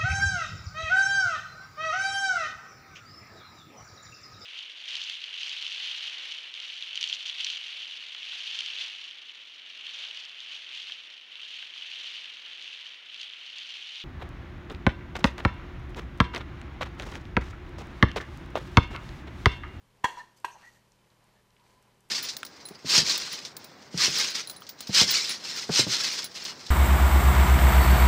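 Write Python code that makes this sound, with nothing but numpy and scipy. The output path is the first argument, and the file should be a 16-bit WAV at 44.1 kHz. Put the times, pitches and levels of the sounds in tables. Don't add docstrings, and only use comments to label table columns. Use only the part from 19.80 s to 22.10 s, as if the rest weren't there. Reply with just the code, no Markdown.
import sys
import numpy as np
from scipy import signal
from scipy.fft import rfft, irfft, next_fast_len
from scipy.io import wavfile
from scipy.ndimage import map_coordinates

SR = 44100
rng = np.random.default_rng(int(sys.argv[2]) if len(sys.argv) > 2 else 0)


def master(y):
    cut = np.clip(np.atleast_2d(y).T, -1, 1)
    pcm = np.round(cut * 32767)
    wavfile.write(sys.argv[1], SR, pcm.astype(np.int16))


N = 101429

# f/Hz, width/Hz, boost/dB
TONG_RESONANCES = [(2739, 80, 7.5), (4120, 170, 2.5), (4450, 130, 9.5), (5900, 180, 8.5), (6610, 840, 5),
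                   (8060, 660, 5)]


def amp(db):
    return 10 ** (np.asarray(db) / 20)


def unit(x):
    return x / np.sqrt(np.mean(x ** 2) + 1e-20)


def along(points, hz):
    freqs, values = np.transpose(points)
    return np.interp(np.log(hz + 1), np.log(freqs + 1), values)


def boost(peaks, hz):
    return 1 + sum((amp(db) - 1) / (1 + (2 * (hz - centre) / width) ** 2) for centre, width, db in peaks)


def filtered(x, response):
    size = next_fast_len(len(x) + SR // 4)
    return irfft(rfft(x, size) * response(np.fft.rfftfreq(size, 1 / SR)), size)[:len(x)]


def noise(spectrum, size):
    return unit(filtered(rng.standard_normal(size), lambda hz: amp(along(spectrum, hz))))


def wobble(rate):
    return map_coordinates(rng.standard_normal(int(N * rate / SR) + 4), [np.arange(N) * rate / SR])


def grains(per_s, size):
    return (rng.random(size) < per_s / SR) * rng.standard_normal(size)


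def swell(size):
    return np.sin(np.pi * np.arange(size) / size)


def add(track, start, sound):
    part = track[round(start * SR):][:len(sound)]
    part += sound[:len(part)]


def hum_and_hiss():
    # f/Hz, level/dB
    hum_tones = [(59.5, -86.5), (118.8, -74), (156, -80.5), (197, -80), (362, -90.5), (3060, -86.5)]
    # f/Hz, relative level/dB
    hiss_spectrum = [(15, -37), (25, 0.5), (124, -7.5), (267, -6.5), (297, -17), (349, -7.5), (420, -10),
                     (594, -12.5), (661, -29.5), (862, -10.5), (1820, -17.5), (8290, -26), (14500, -28.5)]
    hiss_db = -69.5
    t = np.arange(N) / SR
    hum = sum(amp(db) * np.sqrt(2) * np.sin(2 * np.pi * hz * t + .4 * wobble(2.2))
              for hz, db in hum_tones)
    return hum + amp(hiss_db) * noise(hiss_spectrum, N)


def sliding_food():
    # t/s, level/dB
    slide_levels = [(0, -76.5), (.2, -69.5), (.55, -71.5), (1.0, -71.5), (1.199, -72.5), (1.399, -70),
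                    (1.56, -69.5), (1.68, -75), (1.82, -69), (1.97, -69), (2.03, -68.5), (2.08, -70.5),
                    (2.139, -71.5), (2.3, -71.5)]
    # f/Hz, relative level/dB
    rub_spectrum = [(150, -2), (400, 2.5), (700, 1.5), (1000, 3), (1300, -8), (2000, -4.5), (3200, -10),
                    (5000, -11), (9000, -29), (14000, -39.5)]
    # f/Hz, width/Hz, boost/dB
    pan_resonance = [(950, 140, 1)]
    # f/Hz, relative level/dB
    crackle_spectrum = [(500, 10), (2000, 10.5), (4500, 3.5), (10000, 3), (14000, -9.5)]
    crackle_db = -9.5
    level_db = np.interp(np.arange(N) / SR, *np.transpose(slide_levels))
    rub = unit(filtered(noise(rub_spectrum, N), lambda hz: boost(pan_resonance, hz)))
    rub *= amp(1.5 * wobble(40))
    crackle = unit(filtered(grains(per_s=430, size=N), lambda hz: amp(along(crackle_spectrum, hz))))
    return amp(level_db) * (rub + amp(crackle_db) * crackle)


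def pan_ring(t, spot, stretch, cutoff_hz=SR):
    # f/Hz, time to fade 60 dB/s, level at spot 0/dB, level at spot 1/dB
    pan_tones = [(375, 0.063, -41.5, -12), (491, 0.023, -21, -38), (873.4, 0.16, -23.5, -22),
                 (969, 0.046, 4, 7), (1040, 0.047, -32.5, 0), (1268, 0.067, -24.5, -16),
                 (1597, 0.1, -23, -8), (1654, 0.065, -12, -7.5), (1819, .045, -2, -18.5),
                 (1903, 0.11, -17.5, -15), (2138, 0.062, -17, -32), (2754, 0.04, -19, -11.5),
                 (3315, 0.079, -18, -26), (3372, 0.039, -15, -50), (4110, 0.055, -26.5, -19),
                 (4420, 0.21, -43, -43.5), (5850, 0.045, -43, -22)]
    rise_s = 0.0026
    ring = np.zeros(len(t))
    for hz, fade_s, spot0_db, spot1_db in pan_tones:
        level_db = spot0_db + spot * (spot1_db - spot0_db)
        envelope = amp(level_db - 60 * t / (fade_s * stretch))
        ring += envelope * np.sin(2 * np.pi * hz * t) / (1 + (hz / cutoff_hz) ** 4)
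    return ring * (1 - np.exp(-t / rise_s))


def clacks():
    # t/s, ring gain/dB, crack gain/dB, spot on the pan (0 to 1), factor on the ring time
    blows = [(0.2383, -35, -30, 1, 0.37), (0.2421, -11.5, -22.5, 0, .85), (0.253, -13.5, -40, 0.44, 0.58),
             (.645, -18, -30, 0.84, 0.54)]
    # f/Hz, relative level/dB
    crack_at_spot0 = [(100, -23.5), (600, -1), (1400, -1.5), (2500, 0), (3700, -9), (5200, -12),
                      (7500, -15), (9500, -20.5), (14000, -27)]
    # f/Hz, relative level/dB
    crack_at_spot1 = [(100, -25), (450, -6.5), (650, 1), (1400, -13), (2500, 11), (3700, -1), (5200, -7.5),
                      (7500, -8), (9500, -10.5), (14000, -14)]
    # t/s, gain/dB
    rebounds = [(0.301, -31), (0.3713, -31), (.412, -40), (0.435, -41.5), (.68, -35), (.7025, -36.5),
                (0.755, -44)]
    rise_s, fade_s, lag_s = 0.0026, 0.038, 0.00119
    out, t = np.zeros(N), np.arange(SR // 4) / SR
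    for start, ring_db, crack_db, spot, stretch in blows:
        crack = noise(crack_at_spot1 if spot > .5 else crack_at_spot0, len(t))
        crack = unit(filtered(crack, lambda hz: boost(TONG_RESONANCES, hz)))
        crack *= (1 - np.exp(-t / rise_s)) * amp(-60 * t / fade_s)
        add(out, start, amp(ring_db) * pan_ring(t, spot, stretch))
        add(out, start + lag_s, amp(crack_db) * crack)
    for start, db in rebounds:
        add(out, start, amp(db) * pan_ring(t, spot=0, stretch=1.14, cutoff_hz=1300))
    return out


def thump():
    start, level_db, rise_s = .2442, -22.5, 0.00049
    progress = np.maximum(np.arange(N) / SR - start, 0) / rise_s
    push = amp(level_db) * progress * np.exp(1 - progress)
    return signal.sosfilt(signal.butter(1, 60, "high", fs=SR, output="sos"), push)


def scrapes():
    # t/s, length/s, level/dB, tilt toward the treble/(dB per octave)
    strokes = [(0.355, 0.072, -52, -4.5), (0.559, 0.036, -64, 4.5), (0.759, .11, -59, -4),
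               (0.836, 0.08, -62.5, -0.5), (0.899, 0.093, -68, 1.5), (1.297, 0.026, -72.5, -4),
               (1.34, 0.38, -78.5, -4), (1.819, 0.16, -73.5, 2)]
    # f/Hz, relative level/dB
    scrape_spectrum = [(300, -20.5), (1000, 2.5), (2500, -3.5), (4300, -4), (6500, -7.5), (9000, -12.5),
                       (14000, -14.5)]
    out = np.zeros(N)
    for start, length, db, tilt in strokes:
        def colour(hz):
            colour_db = along(scrape_spectrum, hz) + tilt * np.log2((hz + 100) / 3000)
            return boost(TONG_RESONANCES, hz) * amp(colour_db)
        size = int(length * SR)
        grit = filtered(grains(per_s=5000, size=size), colour)
        add(out, start, amp(db) * unit(grit) * swell(size))
    return out


def squeaks_and_faint_rings():
    # t/s, length/s, level/dB, f/Hz, width/Hz
    narrow_bands = [(.37, 0.047, -45, 997, 40), (.376, 0.014, -60, 5600, 120),
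                    (0.382, 0.031, -63, 4160, 110), (0.393, 0.03, -43.5, 1810, 60.6),
                    (0.57, .03, -69.5, 4980, 300), (0.704, 0.051, -60.5, 6130, 900),
                    (0.743, .04, -54.5, 865, 304), (0.823, 0.052, -55.5, 1860, 240),
                    (0.846, 0.057, -53, 1930, 57), (0.949, 0.033, -66.5, 1890, 80),
                    (1.38, 0.14, -75.5, 1010, 130), (1.545, .08, -73, 1750, 110.5),
                    (1.778, 0.068, -68, 1005, 110), (1.865, 0.17, -70.5, 1010, 90),
                    (2.056, .045, -68.5, 1020, 110)]
    out = np.zeros(N)
    for start, length, db, pitch_hz, width_hz in narrow_bands:
        size = int(length * SR)
        hiss = rng.standard_normal(size)
        tone = filtered(hiss, lambda hz: 1 / (1 + (2 * (hz - pitch_hz) / width_hz) ** 2))
        tone /= np.abs(signal.hilbert(tone)) ** .5
        add(out, start, amp(db) * unit(tone) * swell(size))
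    return out


def ticks():
    # t/s, peak level/dB, centre f/Hz
    touches = [(0.6005, -52, 8600), (1.1197, -51.5, 5560), (1.189, -58, 2500), (1.302, -58, 4040),
               (1.442, -59.5, 9000), (1.705, -58, 4280), (1.766, -55, 2100), (1.797, -59, 2780),
               (1.865, -58, 2600), (1.905, -60, 5100), (2.026, -55.5, 7000), (2.031, -63, 5000),
               (2.206, -54.5, 8000), (2.29, -56.5, 9000)]
    fade_s, width_octaves = 0.016, 0.5
    out, t = np.zeros(N), np.arange(SR // 20) / SR
    for start, db, centre_hz in touches:
        hiss = rng.standard_normal(len(t))
        tick = filtered(hiss, lambda hz: np.exp(-.5 * (np.log2((hz + 1) / centre_hz) / width_octaves) ** 2))
        tick *= amp(-60 * t / fade_s)
        add(out, start, amp(db) * tick / np.abs(tick).max())
    return out


def kitchen_echo(x):
    # delay/s, level/dB
    wall_echoes = [(.0118, -21), (.0305, -34), (.0385, -27), (0.061, -38)]
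    # f/Hz, time to fade 60 dB/s
    fade_times = [(150, 0.52), (1000, 0.47), (1800, 0.45), (3000, 0.4), (7000, 0.48), (14000, 0.43)]
    # f/Hz, gain/dB
    tail_spectrum = [(100, -36.5), (400, -8.5), (650, -7.5), (1000, -14.5), (1800, -12), (3000, -5),
                     (7000, -6.5), (14000, -4)]
    rise_s = .005
    freqs, t, bands = signal.stft(rng.standard_normal(SR * 3 // 4), SR, nperseg=256)
    bands *= amp(-60 * t / along(fade_times, freqs)[:, None])
    _, tail = signal.istft(bands, SR, nperseg=256)
    tail = filtered(tail / np.linalg.norm(tail), lambda hz: amp(along(tail_spectrum, hz)))
    tail *= 1 - np.exp(-np.arange(len(tail)) / SR / rise_s)
    for delay, db in wall_echoes:
        add(tail, delay, amp([db]))
    return signal.fftconvolve(x, tail)[:N]


def scene():
    direct = clacks() + thump() + scrapes() + squeaks_and_faint_rings() + ticks() + sliding_food()
    return (direct + kitchen_echo(direct) + hum_and_hiss())[None]


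def record(dry):
    top_hz, edge_hz = 14450, 900
    return np.array([filtered(x, lambda hz: np.clip((top_hz - hz) / edge_hz + .5, 0, 1)) for x in dry])


dry = scene()
out = record(dry)
master(out)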